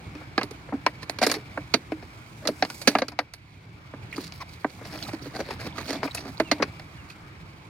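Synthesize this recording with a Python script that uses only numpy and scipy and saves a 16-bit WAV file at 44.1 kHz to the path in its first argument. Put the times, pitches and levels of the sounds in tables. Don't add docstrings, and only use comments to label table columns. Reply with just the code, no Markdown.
import sys
import numpy as np
from scipy import signal
from scipy.fft import rfft, irfft, next_fast_len
from scipy.io import wavfile
from scipy.ndimage import uniform_filter1d

SR = 44100
rng = np.random.default_rng(int(sys.argv[2]) if len(sys.argv) > 2 else 0)


def file_out(sig):
    cols = np.atleast_2d(sig).T
    lim = np.clip(cols, -1, 1)
    pcm = np.round(lim * 32767).astype(np.int16)
    wavfile.write(sys.argv[1], SR, pcm)


N = 339129

# time in seconds, relative skin and fizz levels in dB.
SLITHER_LEVELS = [(0.0, -51, -64), (0.81, -54.5, -65), (1.26, -52, -66), (1.43, -52, -63.5),
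                  (2.27, -54.5, -62), (2.67, -53.5, -54), (2.7, -52, -52.5), (2.8, -51.5, -46.5),
                  (2.87, -52.5, -57), (2.94, -46, -52), (3.149, -60.5, -78), (3.41, -59, -74),
                  (4.15, -55, -66), (4.3, -54, -64), (4.65, -56, -65), (5.08, -47.5, -50),
                  (5.2, -56.5, -64), (5.74, -50.5, -63), (6.04, -46, -59), (6.19, -64, -62),
                  (6.51, -46.5, -59.5), (6.87, -54, -63.5), (7.69, -57, -68.5)]
# frequency in Hz, relative density in dB.
SKIN_SPECTRUM = [(71, -37.5), (120, 6.5), (323, 4), (428, -9.5), (629, -0.5), (942, -4), (1470, -37),
                 (1910, -11.5), (2250, 0), (2800, -13), (4650, -15.5), (6420, -31), (8500, -37.5),
                 (11000, -41.5), (15000, -43.5)]
# frequency in Hz, relative density in dB.
YARD_SPECTRUM = [(15, -39.5), (25, -50), (97, 6.5), (149, -0.5), (229, -15.5), (301, -7.5), (363, -14),
                 (607, -20.5), (1020, -15.5), (1130, -15.5), (1560, -17.5), (2350, -23.5), (2840, -26),
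                 (4250, -31), (16000, -61)]
# time in seconds, relative level in dB.
YARD_LEVELS = [(0.0, -47.5), (2.72, -49), (3.41, -57.5), (4.03, -47.5), (4.52, -50.5), (5.46, -46),
               (7.69, -50)]
# frequency in Hz, left-right correlation.
YARD_CORRELATION = [(30, 0.75), (60, 0.95), (150, 0.96), (380, 0.81), (950, -0.15), (2380, -0.31),
                    (5980, -0.21), (15000, 0.11)]
BAND_EDGES_HZ = [200, 450, 1500, 3000, 7000, 15500]
# frequency in Hz, relative level in dB,
# T60 in seconds before added damping.
BOTTLE_MODES = [(272, 8, 0.1), (295, 15, 0.125), (380, 5, 0.017), (414, 3.5, 0.05), (626, 4, 0.075),
                (729, 8, 0.04), (950, 4, 0.043), (1180, 5, 0.03), (1700, 5, 0.05), (2165, 8, 0.035),
                (4030, 3.5, 0.016), (4570, 6, 0.018), (4840, 10.5, 0.012), (5530, 7, 0.02)]
# frequency in Hz, T60 in seconds before added damping.
RATTLE_DECAY = [(150, 0.33), (400, 0.06), (1000, 0.069), (2800, 0.057), (7300, 0.059), (15000, 0.15)]
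# frequency in Hz, relative level in dB.
RATTLE_SPECTRUM = [(150, -10), (300, -3.5), (600, -1), (1500, -7), (2200, 1), (3200, -16.5), (4500, -2.5),
                   (5600, -20.5), (7500, -34.5), (10000, -29), (15500, -44)]
# time in seconds, share of ring time left.
WALL_DAMPING = [(3.3, 1.), (4.5, .4), (5, .6), (6.1, .55), (6.4, .9)]
# centre in seconds, panel frequency in Hz, knock peak in dB,
# boom over knock in dB, tick over knock (sharpness) in dB, stroke time in ms.
WALL_SCRAPES = [(0.159, 2500, -51, 14, -7, 13), (0.745, 650, -46.5, 18.5, -23, 15.4),
                (1.037, 1035, -44, -3, -2, 14), (1.228, 680, -23, -7, -11, 9),
                (1.246, 710, -28.5, 0, -0.5, 19), (1.293, 660, -38.5, 5, -2, 53),
                (1.358, 2180, -52.5, -5, 11, 12), (1.366, 410, -42, 7, -8, 54),
                (2.439, 600, -48.5, 2, -18, 15), (2.492, 625, -28.5, 2, -23, 13.6),
                (2.915, 660, -43, -12, -3, 27), (3.13, 695, -46, -1, -11.5, 10),
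                (4.207, 668, -54.5, 14, 2, 71), (4.254, 700, -67, 8, 21.5, 56),
                (4.345, 2220, -76, 4, 14, 34), (4.498, 2290, -84.5, 5, 29, 10),
                (4.541, 2280, -87.5, 25, 33, 15), (4.709, 2360, -62.5, -3, 7.5, 15),
                (4.82, 590, -43.5, -4, -36, 20), (4.862, 635, -45.5, -5, -3.5, 17),
                (4.95, 636, -41.5, 2, -9, 62), (5.095, 755, -38, -10, -11, 9.1),
                (5.227, 675, -56, 15, -2, 16), (5.267, 520, -44, 7, -9.5, 28),
                (5.363, 680, -36, -3, -9, 25), (5.407, 595, -31, -2.5, -12.5, 23),
                (5.478, 590, -41.5, -1, -9, 81), (5.525, 894, -41.5, 3, -4, 26),
                (5.613, 2060, -42, -18, -6.5, 25), (5.639, 654, -47, -2, -5, 69),
                (5.67, 600, -39, 2.5, -7, 18), (5.79, 1160, -34.5, -3.5, -9.5, 37),
                (5.919, 610, -35, 4.5, -1.5, 62), (5.96, 640, -37.5, 1, -19, 3.4),
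                (6.048, 606, -33, 3, -15, 23.5), (6.184, 700, -43, -6, -0.5, 51),
                (6.269, 720, -42.5, 4, -11, 49), (7.113, 2470, -72.5, 16, 20.5, 27)]
# start in seconds, panel frequency in Hz, knock peak in dB, boom over
# knock in dB, tick over knock (sharpness) in dB, fizz over tick in dB, buckling time in ms.
WALL_SNAPS = [(0.212, 430, -44, -3, -36, -6, 4.8), (0.378, 1285, -19.5, -1, -7.5, -21, 1.54),
              (0.411, 1254, -29, -31, -14, -16, 3.7), (0.431, 930, -38, 5, 5.5, -9.5, 2.1),
              (0.509, 443, -46, 6.5, -3.5, -1, 2.2), (0.687, 455, -39.5, -14, -28, -11, 3.7),
              (0.723, 757, -30, 3.5, -81, 1, 7.6), (0.863, 1030, -15, -17, -11.5, -14, 1.36),
              (1.096, 686, -27, -11, -1.5, -8, 0.93), (1.186, 2340, -36, -2, 2, -13, 1.8),
              (1.227, 700, -18.5, -10, -9, -7.5, 5.9), (1.265, 420, -20.5, -3.5, -5, -2.5, 3.6),
              (1.297, 2330, -29, -4, -3, -7, 4.1), (1.314, 460, -26.5, -26, 2, -3.5, 4),
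              (1.339, 2020, -36, -13, 4.5, -11, 4.6), (1.574, 607, -25.5, -8, -32, -1, 2.25),
              (1.738, 2290, -21, -1.5, 3.5, -21, 3.5), (1.919, 652, -27.5, 2, -22.5, -8, 2),
              (2.024, 610, -44, 1, -11, -22, 7.2), (2.451, 560, -32, -1.5, -11.5, -12, 8.1),
              (2.473, 457, -28, -25, 6, -11, 0.94), (2.624, 748, -16, -11.5, -6.5, -42, 0.39),
              (2.649, 594, -32, -7, -4.5, -15, 0.94), (2.7, 1460, -38, -19, -1.5, -3, 1.3),
              (2.814, 513, -40.5, -22, 0, -2, 8.4), (2.873, 1686, -16.5, 1, -1, -9, 6.3),
              (2.951, 740, -14, -7, -20.5, -17, 2.7), (2.985, 640, -25.5, -8, -4, -12, 2.9),
              (3.018, 537, -20.5, -7.5, -13, -38, 2.9), (3.082, 1300, -41.5, -3, 6, -9, 2.4),
              (3.189, 747, -19, -16.5, -8.5, -18.5, 1.1), (3.336, 2240, -47.5, -25, 5.5, -4, 2.3),
              (3.937, 760, -36.5, -1.5, -59, 0, 0.76), (4.16, 735, -46.5, -7, 2, -8, 6.5),
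              (4.179, 432, -34.5, 8, -32, 16, 2.8), (4.322, 2520, -47.5, -19, 7.5, -18, 0.67),
              (4.645, 650, -19.5, -4, -35, -15, 0.78), (5.025, 2510, -54.5, 7, 21.5, -17, 3.3),
              (5.13, 670, -37, 10, -12.5, -4, 10.5), (5.505, 900, -33, -2, -12, -14, 3.5),
              (6.03, 590, -22.5, -20, -19, -16, 3.7), (6.077, 990, -36, -19, -15, -16, 5.4),
              (6.147, 1280, -38, -27, -0.5, 7.5, 4.3), (6.399, 660, -18, -2.5, -13.5, -10.5, 2.2),
              (6.513, 2076, -18.5, -2, -3.5, -18, 5.3), (6.596, 497, -30, 4.5, -60, 3, 30),
              (6.622, 1092, -19.5, -8, -9, -19, 5), (6.795, 2090, -43, -16, -2, -13, 2)]
# start in seconds, length in ms, first, middle and
# last frequency in Hz, level in dB, relative overtone level in dB.
SQUEAKS_AND_BLIPS = [(4.112, 14, 4000, 4230, 4300, -53, -30), (4.125, 10.6, 1740, 2150, 3020, -34.5, -25),
                     (4.135, 18, 1870, 2040, 2820, -38, -28), (4.165, 4.6, 4600, 4600, 4700, -35, -19),
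                     (4.402, 38, 756, 1133, 424, -36.5, -8), (5.035, 8.2, 4260, 4030, 4000, -36, -30),
                     (5.05, 8.3, 3930, 4000, 4300, -42, -30), (6.04, 7.9, 4780, 4780, 5000, -37.5, -28),
                     (6.073, 9.6, 2430, 2490, 2500, -40, -30), (6.109, 13.5, 3800, 3940, 3980, -38.5, -21),
                     (6.173, 13, 2520, 2500, 2570, -36.5, -30), (7.099, 17, 2600, 2575, 2560, -46, -30)]
# start in seconds, length in ms, spray level in dB.
WATER_GUSHES = [(4.165, 107, -53), (4.32, 72, -53), (4.492, 65, -58), (4.59, 40, -57.5), (4.7, 89, -60),
                (4.85, 36, -54), (4.905, 180, -53), (5.072, 17, -60), (5.13, 16, -60), (5.213, 69, -51.5),
                (5.342, 45, -52), (5.39, 39, -60), (5.45, 63, -61), (5.505, 38, -55), (5.598, 82, -51),
                (5.755, 99, -50), (5.86, 95, -53), (6.03, 30, -46), (6.162, 42, -57), (6.26, 83, -58)]
# frequency in Hz, relative density in dB.
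SPRAY_SPECTRUM = [(1200, -8), (3000, 0), (4600, 7), (6000, -3), (7500, -7), (10000, -6), (13000, -6.5),
                  (16000, -8)]
# start in seconds, relative level in dB, frequency in Hz.
WET_TICKS = [(4.9082, -40, 5020), (4.9242, -32, 4750), (4.9531, -44, 3900), (4.9746, -31, 4940),
             (5.121, -38, 4680), (5.1402, -34, 4620), (5.223, -32, 4770), (5.359, -25, 4340),
             (5.4505, -38, 4150), (5.955, -28, 3680), (6.3723, -30, 4000)]
# start and length in seconds, first, middle and last frequency in Hz,
# level in dB, loudest moment as a share of the length.
BIRD_NOTES = [(6.442, 0.073, 3020, 2700, 2600, -49.5, .6), (6.974, 0.057, 3060, 2760, 2600, -58, .2)]
# frequency in Hz, difference over sum in dB.
PORT_WIDTH = [(60, -14), (110, -15), (200, -22), (380, -20), (700, -16.5), (1290, -10), (2380, -1),
              (4400, 0), (8120, 0.5), (15000, 1)]
# frequency in Hz, left minus right in dB.
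PORT_LEAN = [(140, -3), (210, -1.5), (330, -2), (500, -1.5), (770, -1), (1170, -0.5), (1790, 0.5),
             (2740, 0.5), (4190, -12.5), (6410, -5.5), (9810, 3), (15000, -1)]

BAND_FILTERS = [signal.butter(4, edges, "band", fs=SR, output="sos")
                for edges in zip(BAND_EDGES_HZ, BAND_EDGES_HZ[1:])]


def amp(db):
    return np.exp(np.asarray(db) * np.log(10) / 20)


def unit_rms(x):
    return x / np.sqrt(np.mean(x ** 2) + 1e-20)


def at_hz(table, hz):
    f, value = np.transpose(table)
    return np.interp(np.log(hz + 1), np.log(f + 1), value)


def add(mix, s, sound):
    part = mix[round(s * SR):][:len(sound)]
    part += sound[:len(part)]


def coloured(x, spectrum):
    return irfft(rfft(x) * amp(at_hz(spectrum, np.fft.rfftfreq(len(x), 1 / SR))), len(x))


def glide(u, first, middle, last):
    return np.polyval(np.polyfit([0, .5, 1], [first, middle, last], 2), u)


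def grains(impulses, t60_s):
    fade = np.exp(-2 * np.log(1000) / (t60_s * SR))
    power = signal.lfilter([1], [1, -fade], impulses ** 2)
    return np.sqrt(power) * rng.standard_normal(N)


def slither():
    s, skin_db, fizz_db = np.transpose(SLITHER_LEVELS)
    body_db = -48 + 1.83 * (skin_db + 50.5)
    slips = amp(3.1 * np.minimum(rng.exponential(1, N), 5)) * (rng.random(N) < 5000 / SR)
    clumps = amp(1.6 * unit_rms(uniform_filter1d(rng.standard_normal(N), size=700)))
    friction = coloured(grains(slips * clumps, t60_s=0.039), SKIN_SPECTRUM)
    out = np.zeros(N)
    for edges_hz, db in [((150, 1200), body_db), ((1200, 7000), skin_db), ((7000, 15800), fizz_db)]:
        band = signal.sosfilt(signal.butter(3, edges_hz, "band", fs=SR, output="sos"), friction)
        out += unit_rms(band) * amp(np.interp(np.arange(N) / SR, s, db) - 2.5)
    return out


def yard():
    frames, hz = N // 256 + 5, np.fft.rfftfreq(1024, 1 / SR)
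    a, b, c, d, patches = rng.standard_normal((frames, 513, 5)).T
    patches = unit_rms(uniform_filter1d(uniform_filter1d(patches, size=10, axis=0), size=12, axis=1))
    correlation = at_hz(YARD_CORRELATION, hz)[:, None]
    left = a + 1j * b
    right = correlation * left + np.sqrt(1 - correlation ** 2) * (c + 1j * d)
    spectra = np.array([left, right]) * amp(at_hz(YARD_SPECTRUM, hz)[:, None] + 1.75 * patches)
    noise = unit_rms(signal.istft(spectra, nperseg=1024, noverlap=768)[1][:, :N])
    level_db = np.interp(np.arange(N) / SR, *np.transpose(YARD_LEVELS)) + 4.5
    return noise * amp(level_db + np.array([[-.7], [.7]]))


def wall_rattle(slips, length, ring_share):
    hz, t, noise = signal.stft(rng.standard_normal(length), SR, nperseg=128)
    crack = amp(4 - 60 * t / 0.0092)
    decay = crack + amp(-60 * t / np.sqrt(ring_share) / at_hz(RATTLE_DECAY, hz)[:, None])
    frame_energy = np.add.reduceat(slips ** 2, np.arange(0, len(slips), 64))
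    power = signal.fftconvolve(decay ** 2, frame_energy[None], axes=1)[:, :len(t)]
    spectra = noise * amp(at_hz(RATTLE_SPECTRUM, hz)[:, None]) * np.sqrt(abs(power))
    rattle = signal.istft(spectra, SR, nperseg=128)[1][:length]
    onset = np.minimum(1, np.arange(length) / 30)
    return rattle * onset * np.minimum(1, np.linspace(10, 0, length))


def bottle_ring(s, slips, panel_hz, rattle_db=25):
    t = np.arange(SR // 10) / SR
    ring_share = np.interp(s, *np.transpose(WALL_DAMPING))
    age = t / ring_share
    hz, db, t60 = np.transpose(BOTTLE_MODES)[:, :, None]
    detune, uneven = rng.standard_normal((2, len(BOTTLE_MODES), 1))
    modes = amp(db + 3.5 * uneven - 60 * age / t60) * np.sin(2 * np.pi * hz * (1 + 0.045 * detune) * t)
    panel = amp(21 - 60 * age / 0.032) * np.sin(2 * np.pi * panel_hz * t)
    response = (modes.sum(0) + panel) * np.minimum(1, 10 - 10 * t / t[-1])
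    tones = signal.fftconvolve(slips, response)
    return tones + amp(rattle_db) * wall_rattle(slips, len(tones), ring_share)


def band_levels(panel_hz, knock_db, boom_db, clack_db, sharp_db, fizz_db):
    panel_db = 2 * np.log2(panel_hz / 1000)
    return knock_db + np.array([boom_db, 0, clack_db + panel_db, sharp_db, sharp_db + fizz_db])


def balanced(sound, levels_db, window_samples):
    out = np.zeros(len(sound))
    for sos, db in zip(BAND_FILTERS, levels_db):
        band = signal.sosfilt(sos, sound)
        out += amp(db) * band / np.sqrt(uniform_filter1d(band ** 2, size=window_samples).max())
    return out


def scrapes(slips_per_s=3000):
    out, lead_s = np.zeros(N), 1 / 14
    for s, panel_hz, knock_db, boom_db, sharp_db, stroke_ms in WALL_SCRAPES:
        u = (np.arange(SR // 7) / SR - lead_s) * 1000 / max(stroke_ms, 5)
        slipping, size = rng.random(len(u)) < slips_per_s / SR, rng.standard_normal(len(u))
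        slips = slipping * size * abs(size) * np.exp(-2.2 * u ** 2)
        clack_db = 0.69 * sharp_db
        levels_db = band_levels(panel_hz, knock_db, boom_db, clack_db, sharp_db, fizz_db=-10)
        ring = bottle_ring(s, slips, panel_hz)
        add(out, s - lead_s - .005, balanced(ring, levels_db, window_samples=700))
    return out


def snaps(slips_per_s=5000, rise_ms=1.22):
    out, ms = np.zeros(N), np.arange(SR // 30) * 1000 / SR
    for s, panel_hz, knock_db, boom_db, sharp_db, fizz_db, buckle_ms in WALL_SNAPS:
        slipping, size = rng.random(len(ms)) < slips_per_s / SR, rng.standard_normal(len(ms))
        slips = slipping * size * (1 - np.exp(-ms / rise_ms)) * np.exp(-ms / buckle_ms)
        slips[0] = 0.15
        clack_db = -3.5 + 0.23 * sharp_db
        levels_db = band_levels(panel_hz, knock_db, boom_db, clack_db, sharp_db, fizz_db)
        add(out, s, balanced(bottle_ring(s, slips, panel_hz), levels_db, window_samples=260))
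    return out


def squeaks_and_blips(roughness=.45):
    out = np.zeros(N)
    for s, ms, first_hz, middle_hz, last_hz, db, overtone_db in SQUEAKS_AND_BLIPS:
        u = np.linspace(0, 1, round(ms * SR / 1000))
        hz = glide(u ** .65, first_hz, middle_hz, last_hz)
        jitter = 1 + roughness * uniform_filter1d(rng.standard_normal(2000), size=40)[:len(u)]
        flutter = 1 + 4 * roughness * uniform_filter1d(rng.standard_normal(2000), size=20)[:len(u)]
        phase = 2 * np.pi * np.cumsum(hz * jitter) / SR
        overtones = sum(np.sin(k * phase) / (k - 1) ** .5 for k in (2, 4, 5))
        tone = np.sin(phase) + amp(overtone_db) * overtones
        add(out, s, np.sqrt(2) * amp(db) * tone * np.sin(np.pi * u ** 0.74) * flutter)
    return out


def spray(rise_s=0.0099, fall_s=0.012, ticks_per_s=900, spread_db=4.5):
    t, flow = np.arange(N) / SR, np.zeros(N)
    for s, ms, db in WATER_GUSHES:
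        since_end = np.maximum(t - (s + ms / 1000), 0)
        flow += amp(db) * np.clip((t - s) / rise_s, 0, 1) * np.exp(-since_end / fall_s)
    size = amp(spread_db * np.minimum(rng.exponential(1, N), 4))
    ticks = grains(size * (rng.random(N) < ticks_per_s / SR), t60_s=.022)
    return flow * unit_rms(coloured(ticks, SPRAY_SPECTRUM))


def bubble(hz):
    u = np.linspace(0, 1, round(9 * SR / hz))
    return np.sin(2 * np.pi * 9 * (u + 0.044 * u ** 2)) * np.sin(np.pi * u ** 0.36)


def drops(start_s=4.75, end_s=6.4):
    times, skin_db, _ = np.transpose(SLITHER_LEVELS)
    out = np.zeros(N)
    for place, pitch, size in rng.random((400, 3)):
        s = start_s + place * (end_s - start_s)
        db = np.interp(s, times, skin_db) - 4 + 16 * size ** 3
        add(out, s, amp(db) * bubble(700 * 7.5 ** pitch))
    for s, db, hz in WET_TICKS:
        for late, detune in rng.random((3, 2)):
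            add(out, s + 0.0096 * late, amp(db - 7.5) * bubble(hz * (0.88 + 0.24 * detune)))
    return out


def birds(fade_db_per_length=6):
    out = np.zeros(N)
    for s, length_s, first_hz, middle_hz, last_hz, db, loudest in BIRD_NOTES:
        u = np.linspace(0, 1, round(length_s * SR))
        phase = 2 * np.pi * np.cumsum(glide(u, first_hz, middle_hz, last_hz)) / SR
        envelope = amp(db - fade_db_per_length * abs(u - loudest)) * signal.windows.tukey(len(u), .4)
        add(out, s, np.sqrt(2) * envelope * np.sin(phase))
    return out


def scattering(x, t60_s=0.015, drift_hz=1.7):
    t = np.arange(SR // 40) / SR
    echoes = rng.standard_normal((2, len(t))) * amp(-60 * t / t60_s)
    drift = np.cos(2 * np.pi * (drift_hz * np.arange(N) / SR - np.arange(2)[:, None] / 4))
    return signal.oaconvolve(x * drift, echoes, axes=1)[:, :N].sum(0) / np.linalg.norm(echoes[0])


def microphone_ports(x, scattered=0.86):
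    size = next_fast_len(N + SR // 10)
    hz = np.fft.rfftfreq(size, 1 / SR)
    width = amp(at_hz(PORT_WIDTH, hz))
    lean = np.tanh(at_hz(PORT_LEAN, hz) * np.log(10) / 20)
    in_phase = np.clip(lean * (1 + width ** 2) / (2 * width), -1, 1)
    rest = np.sqrt(1 - in_phase ** 2)
    direct = (in_phase + 1j * rest * np.sqrt(1 - scattered ** 2)) * rfft(x, size)
    diffuse = rest * scattered * rfft(scattering(x), size)
    difference = irfft(width * (direct + diffuse), size)[:N]
    return np.array([x + difference, x - difference])


def scene():
    sources = snaps() + scrapes() + squeaks_and_blips() + slither() + drops() + spray() + birds()
    return microphone_ports(sources) + yard()


def record(dry):
    bass_cut_hz, ceiling, edge_hz = 50, .93, 16100
    thinned = signal.sosfilt(signal.butter(2, bass_cut_hz, "high", fs=SR, output="sos"), dry)
    rounded = thinned / (1 + abs(thinned / ceiling) ** 6) ** (1 / 6)
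    low_pass = signal.firwin(511, edge_hz, window=("kaiser", 9), fs=SR)
    return signal.oaconvolve(rounded, low_pass[None], "same")


dry = scene()
out = record(dry)
file_out(out)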